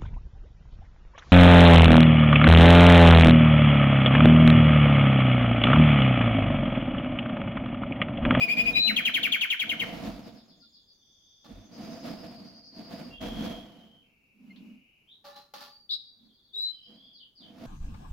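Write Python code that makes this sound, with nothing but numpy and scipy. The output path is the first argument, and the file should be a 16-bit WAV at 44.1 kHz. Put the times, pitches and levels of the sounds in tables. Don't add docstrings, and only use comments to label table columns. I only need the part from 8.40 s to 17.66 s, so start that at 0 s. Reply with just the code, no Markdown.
import sys
import numpy as np
from scipy import signal
from scipy.fft import rfft, irfft, next_fast_len
from scipy.io import wavfile
from scipy.ndimage import map_coordinates

SR = 44100
rng = np.random.default_rng(int(sys.argv[2]) if len(sys.argv) > 2 else 0)


def materialize(psi):
    bounded = np.clip(np.atleast_2d(psi).T, -1, 1)
    quanta = np.round(bounded * 32767).astype(np.int16)
    wavfile.write(sys.argv[1], SR, quanta)


N = 408366


def near_canary():
    # left delay/s, left level/dB, right delay/s, right level/dB
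    walls = [(.00324, -17.5, 0.0047, -11), (.00972, -8, 0.0079, -11), (0.0219, -15.5, .026, -20)]
    notes, trill = near_notes(), near_trill()

    def delayed(hz, s, db):
        return amp(db) * np.exp(-2j * np.pi * hz * s)

    def echoes(hz):
        return sum(np.array([delayed(hz, left_s, left_db), delayed(hz, right_s, right_db)])
                   for left_s, left_db, right_s, right_db in walls)

    def direct(hz):
        return np.array([np.ones_like(hz), delayed(hz, 0.000091, -11.5)])

    def lean(hz):
        right_lean_db = along([(5000, 3.2), (8000, 18.5), (14000, 34.0)], hz)
        return amp(np.outer([-.5, .5], right_lean_db))

    close = filtered(notes + trill, lambda hz: lean(hz) * (direct(hz) + echoes(hz)))
    spill = filtered(trill + amp(-3) * notes, lambda hz: amp(along([(3200, -10), (4000, -11)], hz)))
    return close + room(spill, t60=0.56, treble_t60=0.6)


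def near_notes():
    # onset t/s, length/s, start f/Hz, level/dB
    pulses = [(.004, 0.046, 2382, -20.5), (0.081, 0.059, 2240, -22), (.167, 0.055, 2358, -21),
              (0.254, 0.052, 2407, -23), (0.349, 0.047, 2426, -21)]
    pulse_to_hz, pulse_rasp = 2495, .15
    pulse_overtone_db, pulse_hiss_db = 1, -22
    # onset t/s, length/s, start f/Hz, end f/Hz, level/dB,
    # rasp/0-1, overtone boost/dB, hiss/dB
    calls_up = [(0.33, 0.195, 3800, 4025, -23, .06, -9, -42), (7.491, .074, 3330, 3930, -28, .35, -12, -35),
                (8.131, 0.19, 3560, 4015, -29.5, .07, -7, -48)]
    call_bend, call_edge = 4.9, 0.79
    track = np.zeros(N)
    for s, length, start_hz, db in pulses:
        pitch, swell = glide(length, start_hz, pulse_to_hz, bend=2, edge=0.47)
        voice = syrinx(pitch, pulse_rasp, pulse_overtone_db, pulse_hiss_db)
        add(track, s, amp(db) * swell * voice)
    for s, length, start_hz, end_hz, db, rasp, overtone_db, hiss_db in calls_up:
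        pitch, swell = glide(length, start_hz, end_hz, call_bend, call_edge)
        voice = syrinx(pitch, rasp, overtone_db, hiss_db)
        add(track, s, amp(db) * swell * voice)
    return track


def near_trill():
    fall_pitch = [(0, 1), (.25, .81), (.65, .6), (1, .35)]
    # share of its length/0-1, level/dB
    fall_level = [(0, -10), (0.159, 0), (.36, -8), (.56, -1.5), (.76, -14), (1, -19)]
    # t/s, level/dB, top of a sweep f/Hz
    effort = [(0.47, -21, 3206), (.56, -18.5, 3505), (.85, -18, 3558), (1.189, -21, 3564),
              (1.391, -23, 3347)]
    first_s, period_s, sweep_s = .471, .0895, .051
    drag_s = .028
    track = np.zeros(N)
    times, effort_db, top_hz = np.transpose(effort)
    u = np.linspace(0, 1, int(sweep_s * SR))
    swell = amp(np.interp(u, *np.transpose(fall_level))) * signal.windows.tukey(len(u), .1)
    fall = np.interp(u, *np.transpose(fall_pitch))
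    rasp = .13 + .25 * np.exp(-u / .08)
    overtone_db = 13 * np.exp(-u / .13) - 4.5
    for s in beats(first_s, period_s, count=11, drag=drag_s):
        pitch = np.interp(s, times, top_hz) * fall * (1 + 0.03 * wobble(140, len(u)))
        voice = syrinx(pitch, rasp, overtone_db, air_db=-18.5)
        add(track, s, amp(np.interp(s, times, effort_db)) * swell * voice)
    return track


def syrinx(pitch, rasp, overtone_db, air_db):
    # multiple of the pitch, level/dB
    overtones = [(2, -21), (3, -28.5), (4, -34.5)]
    size = len(pitch)
    phase = 2 * np.pi * np.cumsum(pitch) / SR + rasp * wobble(1100, size)
    tone = np.sin(phase)
    for k, db in overtones:
        below_nyquist = k * pitch < SR / 2
        tone = tone + amp(db + overtone_db) * np.sin(round(k) * phase) * below_nyquist
    shaken = tone * (1 + rasp * wobble(700, size))
    skirt = rasp * wobble(1300, size) * np.sin(1.17 * phase)
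    hiss = amp(air_db) * rng.standard_normal(size)
    return np.sqrt(2) * (shaken + skirt) + hiss


def glide(length, start_hz, end_hz, bend, edge):
    u = np.linspace(0, 1, int(length * SR))
    pitch = start_hz + (end_hz - start_hz) * np.expm1(-bend * u) / np.expm1(-bend)
    return pitch, np.abs(np.sin(np.pi * u)) ** edge


def beats(first, period, count, drag):
    drag_power = 6.5
    return first + period * np.arange(count) + drag * np.linspace(0, 1, count) ** drag_power


def far_canaries():
    # first t/s, last t/s, period/s, length/s, start f/Hz, end f/Hz, level/dB
    falling = [(1.699, 2.074, .124, 0.045, 5400, 3320, -56), (2.195, 2.322, .125, .05, 5240, 3404, -53),
               (1.776, 2.401, .125, 0.022, 7360, 6280, -69), (7.735, 8.125, .1, 0.069, 4740, 3260, -60),
               (8.32, 8.626, .1, 0.045, 5210, 3970, -60), (8.731, 8.953, .22, .085, 5020, 2910, -50)]
    # first t/s, last t/s, period/s, start f/Hz, level/dB
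    rising = [(2.516, 3.174, .058, 5420, -63), (2.598, 3.242, 0.063, 4350, -65.5),
              (3.231, 3.579, .0865, 5580, -53.5), (4.038, 4.33, .097, 5270, -62)]
    # first t/s, last t/s, period/s, lowest f/Hz, level/dB
    hooked = [(3.313, 3.849, .0894, 4420, -52), (3.939, 4.611, .096, 4290, -51)]
    # first t/s, last t/s, top f/Hz, bottom f/Hz, level/dB
    rolls = [(2.099, 2.56, 3700, 3310, -70), (2.599, 3.22, 3676, 3230, -62.5),
             (4.72, 5.16, 3395, 3077, -48.5), (5.2, 5.58, 3213, 2930, -62), (5.62, 6.0, 2840, 2115, -68),
             (6.04, 6.62, 3000, 2140, -64), (8.28, 8.49, 3244, 2980, -56.5), (8.56, 8.68, 3445, 3190, -55)]
    # onset t/s, length/s, start f/Hz, end f/Hz, level/dB
    whistles = [(2.464, 0.037, 5070, 4390, -58.5), (4.702, 0.036, 2785, 2770, -48.5),
                (6.674, 0.053, 3040, 4020, -55), (6.912, 0.081, 3940, 4186, -57),
                (7.232, 0.163, 4590, 4655, -58), (7.63, 0.035, 4630, 4680, -56)]
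    rise_ratio, rise_s, hook_fall_s = 1.19, .019, .02
    roll_period_s, roll_note_s = .038, 0.024
    break_hz, break_width_hz, handover_db = 4000, 380, -11
    waver = .01
    arch_db = 3
    direct_db, far_t60_s = -10, .37
    song = np.zeros(N)

    def sing(times, length, start_hz, end_hz, db, bend, break_db=0):
        pitch, swell = glide(length, start_hz, end_hz, bend, edge=0.2)
        swell = swell * amp(break_db * np.exp(-((pitch - break_hz) / break_width_hz) ** 2))
        arch = np.sin(np.pi * (np.arange(len(times)) + .5) / len(times)) - 1
        for s, note_db in zip(times, db + arch_db * arch):
            drift = waver * (rng.standard_normal() + wobble(392, len(pitch)))
            tone = np.sin(2 * np.pi * np.cumsum(pitch * (1 + drift)) / SR)
            add(song, s, amp(note_db + rng.standard_normal()) * swell * tone)

    for first, last, period, length, start_hz, end_hz, db in falling:
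        sing(repeats(first, last, period), length, start_hz, end_hz, db, bend=0.22, break_db=handover_db)
    for first, last, period, hz, db in rising:
        sing(repeats(first, last, period), rise_s, hz, rise_ratio * hz, db, bend=1)
    for first, last, period, hz, db in hooked:
        times, top_hz = repeats(first, last, period), rise_ratio * hz
        sing(times, rise_s, hz, top_hz, db, bend=1)
        sing(times + rise_s, hook_fall_s, top_hz, hz, db, bend=-0.92)
    for first, last, top_hz, bottom_hz, db in rolls:
        sing(repeats(first, last, roll_period_s), roll_note_s, top_hz, bottom_hz, db, bend=-0.57)
    for s, length, start_hz, end_hz, db in whistles:
        sing([s], length, start_hz, end_hz, db, bend=1)
    return amp(direct_db) * song + amp(3) * room(song, far_t60_s, far_t60_s)


def repeats(first, last, period):
    return np.linspace(first, last, 1 + round(abs(last - first) / period))


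def peeps():
    peep_notes = [(2.214, 0.054, 1395, -68), (6.096, .036, 2116, -51.5), (8.127, 0.097, 432, -64.5)]
    track = np.zeros(N)
    for s, length, hz, db in peep_notes:
        phase = 2 * np.pi * hz * np.arange(int(length * SR)) / SR
        tone = np.sin(phase) + amp(-16) * np.sin(2 * phase)
        add(track, s, amp(db) * np.hanning(len(phase)) * tone)
    return track


def scuffles():
    # onset t/s, rise/s, t60/s, rustle level/dB, ring level/dB before its boost
    strokes = [(3.042, .003, .3, -63.5, -60), (6.84, .014, .5, -55, -49.5), (6.957, .008, .28, -58, -60),
               (7.137, .001, .45, -51.5, -50), (7.203, .006, .35, -54, -56)]
    # centre f/Hz, width/Hz, level/dB
    tray_modes = [(573.6, 4, 1), (832, 12.6, -0.5), (1153, 27, -7), (1383, 8.4, -10.5), (1740, 10, -9)]
    # f/Hz, relative density/dB per Hz
    rustle_colour = [(120, -44), (190, -11.5), (370, -21), (1200, -12), (2000, -20.5), (4400, -8.5),
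                     (7000, -21), (15800, -18.5)]
    t = np.arange(N) / SR
    rustle, ring = np.zeros(N), np.zeros(N)
    for s, rise, t60, rustle_db, ring_db in strokes:
        age = np.maximum(t - s, 0)
        stroke = -np.expm1(-age / rise) * amp(-60 * age / t60)
        rustle += amp(rustle_db) * stroke
        ring += amp(ring_db) * stroke

    def tray(f):
        return sum(amp(db) * 1j * f * w / (c * c - f * f + 1j * f * w) for c, w, db in tray_modes)

    crackle = amp(7.0 + 1.4 * wobble(440, N))
    ringing = unit(filtered(noise([(2000, 22), (4000, -45.0)]), tray))
    return rustle * crackle * noise(rustle_colour) + amp(4.0) * ring * ringing


def tick():
    # f/Hz, relative density/dB per Hz
    tick_colour = [(1500, -9), (3200, 7), (4500, 2), (7000, -31), (15000, -33.5)]
    tick_s, t60_s, level_db = 6.16, 0.2, -59.5
    age = np.arange(N) / SR - tick_s
    return (age > 0) * amp(level_db - 60 * np.abs(age) / t60_s) * noise(tick_colour)


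def gusts():
    # f/Hz, relative density/dB per Hz
    rumble_colour = [(25, -23), (60, -18), (120, -13), (220, 1.5), (295, -4), (400, -18.5), (700, -53.5)]
    # f/Hz, relative density/dB per Hz
    rush_colour = [(330, -24.5), (410, -24), (475, 6.5), (570, -6), (668, 7.5), (780, -6), (1600, -13),
                   (2400, -14), (4200, -15.5), (7500, -21.5), (15500, -23)]
    # centre t/s, width/s, level/dB
    buffets = [(.3, 0.11, -50.5), (1.68, 0.14, -49.5), (3.17, 0.056, -51.5), (4.97, 0.17, -45.5)]
    # f/Hz, relative density/dB per Hz
    buffet_colour = [(22, -27.5), (45, 7), (70, -12.5), (100, 0), (200, -46.5)]
    strength_db = gust_strength()
    flow = amp(strength_db + 1.3 * wobble(35, N) + wobble(180, N))
    rumble = amp(-5.5 + 1.5 * wobble(45, N)) * noise(rumble_colour)
    rush = amp(-8.5 + 0.17 * (strength_db + 37.5)) * noise(rush_colour)
    return flow * (rumble + rush) + swells(buffets, buffet_colour)


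def gust_strength():
    gust_list = [(0, .04, 0.11, -39.5), (0.183, .06, 0.13, -36.5), (0.485, 0.082, 0.39, -44),
                 (1.285, .08, 0.077, -43.5), (1.448, 0.088, 0.25, -36), (1.869, 0.065, 0.048, -47),
                 (3.061, .015, .01, -51), (3.121, 0.057, 0.11, -50), (3.405, 0.11, 0.17, -41),
                 (3.668, 0.044, 0.011, -35), (3.801, 0.063, 0.09, -42.5), (4.014, .04, 0.018, -47.5),
                 (4.145, 0.082, .01, -52.5), (4.406, 0.096, .008, -43.5), (4.54, 0.08, 0.065, -39.5),
                 (4.817, .014, 0.06, -34.5), (5.038, 0.11, 0.043, -34.5), (5.38, .1, 0.064, -53),
                 (8.507, 0.043, 0.029, -55.5), (9.033, 0.0445, 0.13, -53), (9.246, 0.092, .03, -41)]
    release_db_per_s = 66.5
    t = np.arange(N) / SR
    power = np.full(N, 1e-12)
    for s, rise, hold, db in gust_list:
        onset = np.exp(-2 * (np.minimum(t - s, 0) / rise) ** 2)
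        release = amp(db - release_db_per_s * np.maximum(t - s - hold, 0))
        power += (onset * release) ** 2
    return 10 * np.log10(power)


def swells(table, spectrum):
    t = np.arange(N) / SR
    level = sum(amp(db) * np.exp(-((t - s) / width) ** 2) for s, width, db in table)
    return level * noise(spectrum)


def room(x, t60, treble_t60):
    hz, t, z = signal.stft(rng.standard_normal((2, SR)), SR, nperseg=256)
    life = along([(3000, t60), (12000, treble_t60)], hz)[:, None]
    build_up = 1 - np.exp(-t / 0.0091)
    tail = signal.istft(z * amp(-60 * t / life) * build_up, SR, nperseg=256)[1]
    return signal.fftconvolve(x[None], tail / np.linalg.norm(tail[0]), axes=1)[:, :N]


def noise(spectrum):
    # f/Hz, correlation/0-1
    alike = [(200, 0.85), (700, 0.54), (2500, 0.39), (10000, 0.2)]

    def mid_side(hz):
        turn = np.arccos(np.clip(along(alike, hz), -1, 1)) / 2
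        return amp(along(spectrum, hz)) * [np.cos(turn), np.sin(turn)]

    mid, side = filtered(rng.standard_normal((2, N)), mid_side)
    return unit(np.array([mid + side, mid - side]))


def amp(db):
    return 10 ** (np.asarray(db) / 20)


def unit(x):
    return x / np.sqrt(np.mean(x ** 2) + 1e-20)


def along(points, hz):
    f, v = np.transpose(points)
    return np.interp(np.log(hz + 1), np.log(f + 1), v)


def wobble(rate, size):
    knots = rng.standard_normal(int(size * rate / SR) + 4)
    return map_coordinates(knots, [np.arange(size) * rate / SR])


def filtered(x, response):
    m = next_fast_len(N + SR // 2)
    return irfft(rfft(x, m) * response(np.fft.rfftfreq(m, 1 / SR)), m)[..., :N]


def add(track, s, sound):
    part = track[max(0, round(s * SR)):][:len(sound)]
    part += sound[:len(part)]


def scene():
    # centre t/s, width/s, level/dB
    bumps = [(.53, 0.049, -35.5), (6.09, 0.096, -53.5), (6.27, 0.111, -50.5), (7.86, 0.061, -60.5)]
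    # f/Hz, relative density/dB per Hz
    bump_colour = [(130, -29.5), (200, -3), (250, -2), (350, -28.5), (2000, -47)]
    # f/Hz, relative density/dB per Hz
    floor_colour = [(25, -5.5), (230, -4), (560, -15.5), (2500, -28), (15800, -21)]
    birds = near_canary() + far_canaries() + peeps()
    cage = scuffles() + tick()
    low = (swells(bumps, bump_colour) + gusts()) * amp([[-.8], [.8]])
    return birds + cage + low + amp(-73.5) * noise(floor_colour)


def record(dry):
    top_hz = 15850
    colour = [(3500, 2.0), (5000, 1.5), (7000, -4.0), (8600, -13), (10000, -5.5)]  # f/Hz, gain/dB
    return filtered(dry, lambda hz: amp(along(colour, hz)) * (hz < top_hz))


dry = scene()
out = record(dry)
materialize(out)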